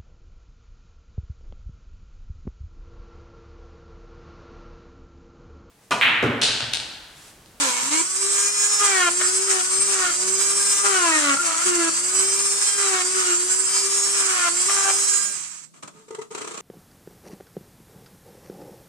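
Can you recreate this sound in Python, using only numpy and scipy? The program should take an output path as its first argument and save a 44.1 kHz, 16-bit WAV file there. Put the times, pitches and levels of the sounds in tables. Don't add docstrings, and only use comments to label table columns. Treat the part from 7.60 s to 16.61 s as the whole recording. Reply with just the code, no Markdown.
import sys
import numpy as np
from scipy import signal
from scipy.fft import rfft, irfft, next_fast_len
from scipy.io import wavfile
from scipy.ndimage import map_coordinates

SR = 44100
rng = np.random.default_rng(int(sys.argv[2]) if len(sys.argv) > 2 else 0)


def to_wav(sig):
    pcm = np.clip(np.atleast_2d(sig), -1, 1) * 32767
    pcm = np.round(pcm).astype(np.int16)
    wavfile.write(sys.argv[1], SR, pcm.T)


N = 397341
TIME = np.arange(N) / SR
DISC_END_S, POWER_OFF_S, STOP_S = .45, 7.715, 8.05


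def amp(db):
    return 10 ** (np.asarray(db) / 20)


def unit(x):
    return x / np.sqrt(np.mean(x ** 2) + 1e-20)


def along(points, hz):
    freqs, values = np.transpose(points)
    return np.interp(np.log(hz + 1), np.log(freqs + 1), values)


def curve(points):
    return np.interp(TIME, *np.transpose(points))


def gate(start, end, fade):
    return np.clip(np.minimum(TIME - start, end - TIME) / fade + 1, 0, 1)


def since(start):
    return np.maximum(TIME - start, 0)


def swell(centre, length):
    return np.exp(-np.minimum((2 * (TIME - centre) / length) ** 2, 20))


def blows(rows, rise, t60):
    return sum(amp(db - 60 * since(s) / t60) * (1 - np.exp(-since(s) / rise)) for s, db in rows)


def wobble(rate):
    knots = rng.standard_normal(int(N * rate / SR) + 4)
    coarse = TIME[::max(1, int(SR / rate / 10))]
    return np.interp(TIME, coarse, map_coordinates(knots, [coarse * rate]))


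def noise():
    return rng.standard_normal((2, N))


def partial(phase, spread):
    apart = spread * wobble(3) * np.array([[1], [-1]])
    return np.sin((phase % (2 * np.pi) + apart).astype(np.float32))


def filtered(x, response):
    size = next_fast_len(N + 8192)
    return irfft(rfft(x, size) * response(np.fft.rfftfreq(size, 1 / SR)), size)[..., :N]


def coloured(x, spectrum):
    return unit(filtered(x, lambda hz: amp(along(spectrum, hz))))


def pan(left_db):
    return amp(np.array([[.5], [-.5]]) * left_db)


def scatter(x, share, t60):
    t = np.arange(1024) / SR
    echoes = rng.standard_normal((2, len(t))) * amp(-60 * t / t60)
    paths = np.sqrt(share) * echoes / np.linalg.norm(echoes, axis=1, keepdims=True)
    paths[:, 0] = np.sqrt(1 - share)
    return signal.fftconvolve(x[None], paths, axes=1)[:, :N]


# start, end and lean-in time in seconds, drag in turns a second,
# relative cutting level in dB at the start and at the end, relative hum in dB, share of rasp from 0 to 1.
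BITES = [ (0, 0.101, .0087, 258, -25, -27.5, -38, 0.67), (0.102, 0.216, .005, 188, -28, -31.5, -49, 0.85),
         (0.231, 0.293, .01, 0, -31.5, -33, -40, 0.99), (0.314, 0.416, .013, 0, -28, -31, -31.5, 0.6),
         (1.211, 1.488, .085, 127.5, -23.5, -21, -36.5, 0.15),
         (1.605, 1.655, .0082, 75, -26, -35, -42, 0.4), (1.873, 2.014, .023, 88.5, -32, -26.5, -39.5, 0.4),
         (2.291, 2.508, .044, 102.5, -31, -24.5, -40, 0.38),
         (3.245, 3.75, .085, 162, -24.5, -22, -33, 0.27), (3.803, 3.936, .012, 133, -33, -29, -43.5, 0.1),
         (3.948, 4.048, .01, 0, -30.5, -32.5, -45, 0.26), (4.064, 4.294, .01, 103, -30.5, -27.5, -29, 0.37),
         (5.187, 5.421, .069, 84, -27, -24, -36.5, 0.29), (5.55, 5.746, .035, 87, -29, -26, -36, 0.5),
         (6.542, 6.89, .17, 117.5, -31.5, -22.5, -62, 0.5),
         (7.09, 7.309, .069, 22.5, -30.5, -27.5, -60, 0.26)]
def feed():
    drag, force, shake, rasp = np.zeros((4, N))
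    for start, end, lean, drag_hz, first_db, last_db, hum_db, share in BITES:
        held = gate(0, end, fade=.005)
        touch = held * gate(start, TIME[-1], fade=.022) ** 2
        drag += drag_hz * held * (1 - np.exp(-since(start) / lean))
        force = np.maximum(force, touch * amp(np.interp(TIME, [start, end], [first_db, last_db])))
        shake = np.maximum(shake, touch * amp(hum_db))
        rasp[touch > 0] = share
    return drag, force * amp(.8 * wobble(30)), shake, rasp


# time in seconds, speed in turns a second.
FREE_SPEED = [(1, 412.5), (3, 405.4), (5, 403.2), (6.4, 398.1), (7.6, 403.6)]
# time in seconds, turns a second gained.
SPEED_JUMPS = [(0, -126), (.43, 25.5), (3.77, 60), (4.055, 10), (7.075, 22)]
def shaft_speed(drag):
    inertia_s, coast_hz_per_s = .247, 410
    keep = np.exp(-1 / (inertia_s * SR))
    sag = signal.lfilter([1 - keep], [1, -keep], drag)
    jumps = sum(gain * gate(s, TIME[-1], fade=.01) * np.exp(-since(s) / inertia_s)
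                for s, gain in SPEED_JUMPS)
    coast = coast_hz_per_s * np.minimum(since(POWER_OFF_S), STOP_S - POWER_OFF_S)
    drift = 1 + .0009 * wobble(35)
    return (curve(FREE_SPEED) - sag + jumps - coast) * drift


# order, relative level in dB.
ORDER_LEVELS = [(2, -0.5), (3, -2), (4, 4), (5, -5.5), (6, -1), (7, -2), (8, 1), (9, 2.5), (10, 1.5),
                (11, 0), (12, 0.5), (13, 8), (14, 6), (15, 0.5), (16, 0.5), (17, 1.5), (18, 1), (19, -1),
                (20, 4.5), (21, 6.5), (22, 4.5), (23, 6), (24, 6), (25, 4.5), (26, 9.5), (27, 4), (30, 8.5),
                (38, 6.5)]
# centre in seconds, order, boost in dB, length in seconds.
WHISTLES = [(3.04, 22, 1, 0.55), (4.17, 21, 5.5, 0.39), (0.92, 17, 6.5, 0.69), (1.1, 19, 3.5, 0.34),
            (1.108, 14, 8, 0.12), (1.62, 21, 6.5, 0.16), (2.19, 22, 9.5, 0.36), (3.12, 18, 7, 0.19),
            (3.15, 9, 7, 0.13), (5.118, 14, 4.5, 0.19), (5.122, 16, -1, .3), (5.73, 21, 12, 0.22),
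            (6.15, 11, 10.5, 0.23), (6.152, 12, 13, 0.22), (4.3, 14, 10, .25), (6.451, 17, 8, 0.3),
            (7.39, 17, 8, 0.59), (7.2, 19, 9.5, 0.3)]
def whine(phase):
    tones = np.zeros((2, N))
    for order in range(2, 39):
        boost_db = sum(db * swell(s, length) for s, k, db, length in WHISTLES if k == order)
        level_db = np.interp(order, *np.transpose(ORDER_LEVELS)) + boost_db
        offset = rng.uniform(0, 2 * np.pi) + .33 * wobble(110)
        flutter_db = 2.2 * wobble(38) + 2.2 * wobble(6)
        tones += amp(level_db + flutter_db) * partial(order * phase + offset, spread=.9)
    return tones


# frequency in Hz, relative level in dB.
CASING_COLOUR = [(70, -39), (150, -62.5), (300, -12), (480, -21.5), (750, -14.5), (1250, -3.5),
                 (1600, -6.5), (1900, -6.5), (3600, -11.5), (5200, -6), (7500, 3), (8800, -0.5),
                 (10000, -15.5), (11200, -25.5), (15000, -32)]
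# frequency in Hz, left minus right in dB.
VENT_BEAM = [(200, 9.5), (770, 6.5), (1800, 4.5), (2700, 1), (4200, -1.5), (6400, -2.5), (7700, -6),
             (8800, 8.5), (10000, 4.5), (13000, -1)]
# time in seconds, level at full speed in dB.
MOTOR_LEVEL = [(0, -14), (.22, -18.5), (.38, -16.5), (.45, -24), (.58, -22.5), (.86, -20), (1.4, -20.5),
               (2.2, -20.5), (2.9, -21.5), (3.14, -19), (3.33, -20.5), (3.7, -15.5), (3.9, -19),
               (4.5, -20.5), (5.1, -19.5), (5.5, -21), (6.5, -20), (6.8, -20), (7.38, -19.5), (7.6, -22),
               (7.87, -34), (8.04, -34.5)]
# time in seconds, left minus right in dB.
MOTOR_PAN = [(0, -0.5), (1.7, 1.5), (2.25, 0.8), (2.75, -1), (3.3, 2), (4.2, 1), (4.75, -1), (5.75, 0),
             (6.25, 0.5), (6.75, -1.5), (7.25, 0), (7.75, -5.5)]
def motor(speed, turns, force):
    steady_order, steady_db = 13, -17
    slowing_db_per_hz = .0672
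    phase = 2 * np.pi * turns
    free = speed / speed.max()
    rattle = (.008 + .05 * (1 - free)) * wobble(130)
    tones = whine(phase + rattle)
    sparks = (1 + .5 * np.cos(phase)) * amp(wobble(700))
    hiss = coloured(noise() * sparks, CASING_COLOUR)
    clear = .77 * free ** 2.2 * gate(0, POWER_OFF_S, fade=.12) / (1 + (force / amp(-27)) ** 2)
    casing = unit(np.sqrt(clear) * coloured(tones, CASING_COLOUR) + np.sqrt(1 - clear) * hiss)
    casing = unit(filtered(casing, lambda hz: pan(along(VENT_BEAM, hz))))
    steady_gain = amp(steady_db + 2.5 * wobble(30) + 1.8 * wobble(7)) * clear * free ** 6
    casing += steady_gain * unit(partial(steady_order * (phase + rattle), spread=.5))
    level_db = curve(MOTOR_LEVEL) - slowing_db_per_hz * (speed.max() - speed)
    casing *= amp(level_db + 1.53 * wobble(45)) * pan(curve(MOTOR_PAN))
    return casing * gate(0, STOP_S, fade=.0027)


# frequency in Hz, relative level in dB.
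MAINS_TONES = [(200, -6), (300, -5), (600, -1)]
# time in seconds, level in dB.
MAINS_LEVEL = [(0, -62), (1, -64.5), (2, -61.5), (2.7, -53), (3.3, -60.5), (4.6, -57.5), (5.2, -62.5),
               (7.7, -62)]
def mains_buzz():
    tones = sum(amp(db + 3.1 * wobble(12)) * unit(np.sin(2 * np.pi * hz * TIME)) for hz, db in MAINS_TONES)
    return amp(curve(MAINS_LEVEL)) * tones * gate(0, POWER_OFF_S, fade=.018) * pan(6.28)


# time in seconds, relative level in dB.
HUM_LEVEL = [(.47, -60), (.64, -39), (1.1, -46), (1.7, -38), (2.35, -43), (2.54, -52), (2.64, -38),
             (3.2, -45), (3.9, -60), (4.65, -38.5), (4.95, -43), (5.07, -53), (5.2, -40), (5.8, -36),
             (6.12, -49), (6.26, -40), (7.42, -43.5), (7.75, -62), (8.05, -84)]
def shaft_hum(turns, shake):
    flutter = amp(1.2 * wobble(35) + 1.1 * wobble(9))
    level = np.hypot(amp(curve(HUM_LEVEL)), shake) * amp(1)
    return level * flutter * unit(partial(2 * np.pi * turns, spread=.35)) * pan(3.1)


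# start and end in seconds, turns per bounce, depth from 0 to 1.
CHATTER = [(.05, .36, 2, .35), (1.59, 1.66, 3, .5), (3.18, 3.28, 2, .6), (3.58, 3.74, 3, .4),
           (3.82, 4.05, 3, .6), (6.58, 6.8, 3, .35), (7.07, 7.32, 4, .5)]
# frequency in Hz, relative level in dB.
DISC_COLOUR = [(200, -27), (480, 0.5), (680, -10.5), (950, 6), (1200, -1), (1650, 0), (2000, -6), (2230, 2),
               (2500, -3), (3200, -3.5), (6500, -0.5), (8200, -8), (10000, -8.5), (15000, -25)]
SHEET_COLOUR = [(200, -44), (350, -40), (560, -0.5), (740, -2), (950, -2), (1170, 3), (1400, 3),
                (1550, 1.5), (1850, -1), (2300, -3), (2900, -5.5), (3500, -9), (4500, -12), (6000, -24)]
DUST_COLOUR = [(200, -34), (550, -20), (850, -12), (1400, 11.5), (2000, -2.5), (3000, -0.5), (3800, -6.5),
               (5200, 0), (9000, -3.5), (15000, -29)]
def cutting(turns, drag, force, rasp):
    firm_drag_hz = 36
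    bounce = np.ones(N)
    for start, end, period, depth in CHATTER:
        swing = np.cos(2 * np.pi * turns / period + .9 * wobble(40))
        bounce += depth * gate(start, end, fade=.0033) * swing
    contact = turns + .003 * wobble(140) + .025 * (bounce - 1)
    strength = bounce * amp(.6 * wobble(350) + 1.2 * wobble(40))
    light_touch = (TIME > DISC_END_S) / (1 + (drag / firm_drag_hz) ** 2)
    strikes = np.zeros((2, N))
    for order in range(2, 17):
        dull_db = max(order - 4, 0) * light_touch
        emphasis_db = 2.4 * wobble(16) + 1.1 * wobble(90)
        phase = 2 * np.pi * order * contact + .03 * order * wobble(90)
        strikes += amp(emphasis_db - dull_db) * partial(phase, spread=.95)
    strikes *= strength
    puffs = noise() * strength * np.exp(-((contact % 1 - .5) / .53) ** 2)
    tone, grit = np.sqrt(1 - rasp), np.sqrt(rasp)
    burr = amp(-1.3) * tone * coloured(strikes, SHEET_COLOUR) + amp(1) * grit * coloured(puffs, DUST_COLOUR)
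    disc = tone * coloured(strikes, DISC_COLOUR) + grit * coloured(noise() * strength, DISC_COLOUR)
    cut = force * np.where(TIME < DISC_END_S, amp(1) * disc, burr)
    return (cut + np.sqrt(np.abs(strength)) * squeals(contact)) * pan(.72)


# frequency in Hz, seconds to decay by 60 dB.
ROOM_DECAY = [(200, 0.26), (2000, 0.16), (10000, 0.17)]
def room(x):
    hz, t, spectra = signal.stft(rng.standard_normal((2, SR // 3)), SR, nperseg=256)
    decay = amp(-60 * t / along(ROOM_DECAY, hz)[:, None])
    tail = signal.istft(spectra * decay, SR, nperseg=256)[1]
    return signal.fftconvolve(x, tail / np.linalg.norm(tail[0]), axes=1)[:, :N]


# frequency in Hz, relative level in dB.
AIR_COLOUR = [(25, -19), (90, -20.5), (160, 4.5), (260, -7), (600, -18), (2000, -28), (8000, -17),
              (15000, -36)]
def air():
    return amp(-57.5) * coloured(noise(), AIR_COLOUR)


# start and end in seconds, shaft order, relative level in dB.
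SQUEALS = [(0.08, 0.123, 4, -44), (0.134, 0.188, 9, -37), (.335, 0.403, 7, -36), (0.352, 0.39, 3, -32),
           (1.198, 1.26, 3, -32), (1.276, 1.398, 4, -29), (1.35, 1.425, 5, -30), (1.41, 1.488, 3, -32),
           (1.614, 1.621, 4, -26), (1.642, 1.655, 4, -29), (2.42, 2.506, 4, -29.5), (3.19, 3.301, 3, -31.5),
           (3.258, 3.283, 3.5, -25.5), (3.323, 3.394, 4, -30.5), (3.375, 3.465, 3, -31),
           (3.41, 3.436, 4, -27), (3.48, 3.52, 4, -30), (3.52, 3.59, 6, -25), (3.615, 3.727, 5, -31),
           (3.771, 3.773, 4, -22), (3.789, 3.812, 4, -23.5), (3.885, 3.895, 4, -34),
           (3.906, 3.916, 4, -29.5), (3.94, 3.953, 4, -30), (3.976, 3.998, 4, -33), (4.017, 4.051, 4, -32),
           (4.069, 4.12, 3, -31), (4.122, 4.139, 4, -34), (4.165, 4.179, 4, -31), (4.205, 4.231, 4, -27.5),
           (4.26, 4.295, 4, -28.5), (6.601, 6.64, 3, -36), (6.82, 6.859, 4, -26.5), (7.087, 7.107, 3, -32),
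           (7.165, 7.215, 3, -34), (7.172, 7.225, 4, -34), (7.243, 7.29, 4, -27), (7.252, 7.303, 2, -30.5),
           (7.256, 7.308, 3, -27)]
def squeals(contact):
    levels = {}
    for start, end, order, db in SQUEALS:
        levels[order] = levels.get(order, 0) + amp(db) * gate(start, end, fade=.0046)
    return sum(level * unit(partial(2 * np.pi * order * contact, spread=.8))
               for order, level in levels.items())


# start in seconds, level in dB.
BUMPS = [(0.229, -41), (1.49, -45), (2.189, -40.5), (3.768, -46), (4.069, -44), (4.782, -43), (8.24, -44),
         (8.34, -48)]
def bumps():
    thud_colour = [(25, -30), (70, -22), (170, 13), (280, 7), (700, -11), (3000, -89)]  # Hz, dB
    thud = coloured(scatter(noise()[0], share=.18, t60=.021), thud_colour)
    return blows(BUMPS, rise=.0009, t60=.12) * thud


# start in seconds, level in dB.
SNAGS = [(1.49, -24), (1.612, -19), (3.258, -24), (3.771, -24), (4.059, -25), (7.095, -18.5), (7.288, -23),
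         (7.296, -22), (7.307, -25)]
def snags():
    crack = coloured(scatter(noise()[0], share=.2, t60=.0051), SHEET_COLOUR)
    return blows(SNAGS, rise=.00066, t60=.03) * crack


# start in seconds, relative levels of grit and of ring in dB, length in seconds.
SCRAPES = [(8.13, -52.5, -80, 0.026), (8.136, -51.5, -76, 0.068), (8.22, -37, -66, 0.023),
           (8.232, -43, -57, 0.007), (8.271, -36.5, -56, 0.018), (8.283, -54, -54.5, 0.19),
           (8.477, -48, -45, 0.02), (8.503, -39.5, -31, 0.013), (8.507, -54, -37.5, 0.052),
           (8.545, -32.5, -42, 0.011), (8.578, -44, -28, 0.028), (8.609, -36.5, -42, 0.022),
           (8.699, -40, -35.5, 0.033), (8.745, -31, -33, 0.014), (8.771, -34.5, -36, 0.022),
           (8.804, -34, -34, 0.026), (8.839, -38, -36, 0.017), (8.868, -35.5, -40, 0.022),
           (8.904, -38, -40, 0.022), (8.933, -38, -40, 0.027), (8.97, -31.5, -46, 0.015),
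           (8.996, -43, -40, .026)]
# frequency and width in Hz, relative level in dB.
FRAME_MODES = [(168, 42, -16), (435, 50, 5.5), (906, 83, -6.5), (1240, 230, -16), (2010, 140, -17)]
# frequency in Hz, relative level in dB.
GRIT_COLOUR = [(60, -38), (300, 1), (600, -5.5), (900, -3), (1250, 3), (1700, -6), (3000, -8),
               (5000, -12.5), (7600, -3.5), (9000, -10), (11000, -31), (15000, -35)]
def sanding():
    grit = amp(-44.5) * gate(8.74, TIME[-1], fade=.024)
    ring = np.zeros(N)
    for start, grit_db, ring_db, length in SCRAPES:
        age = np.minimum(since(start) / (length / 2), 20)
        slip = (age * np.exp(1 - age)) ** 5.3
        grit += amp(grit_db) * slip
        ring += amp(ring_db) * slip
    frame = unit(sum(amp(db) * partial(2 * np.pi * hz * TIME + wobble(width), spread=.14)
                     for hz, width, db in FRAME_MODES))
    grains = coloured(noise() * amp(2.4 * wobble(1200)), GRIT_COLOUR)
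    return grit * grains * pan(.27) + amp(-1) * ring * frame * pan(2.8)


def scene():
    drag, force, shake, rasp = feed()
    speed = shaft_speed(drag)
    turns = np.cumsum(speed) / SR
    bench = motor(speed, turns, force) + mains_buzz() + bumps() + sanding()
    close = cutting(turns, drag, force, rasp) + snags() + shaft_hum(turns, shake)
    return bench + close + room(amp(-3) * bench + amp(-6.5) * close) + air()


def record(dry):
    return filtered(dry, lambda hz: hz < 15350)


dry = scene()
out = record(dry)
to_wav(out)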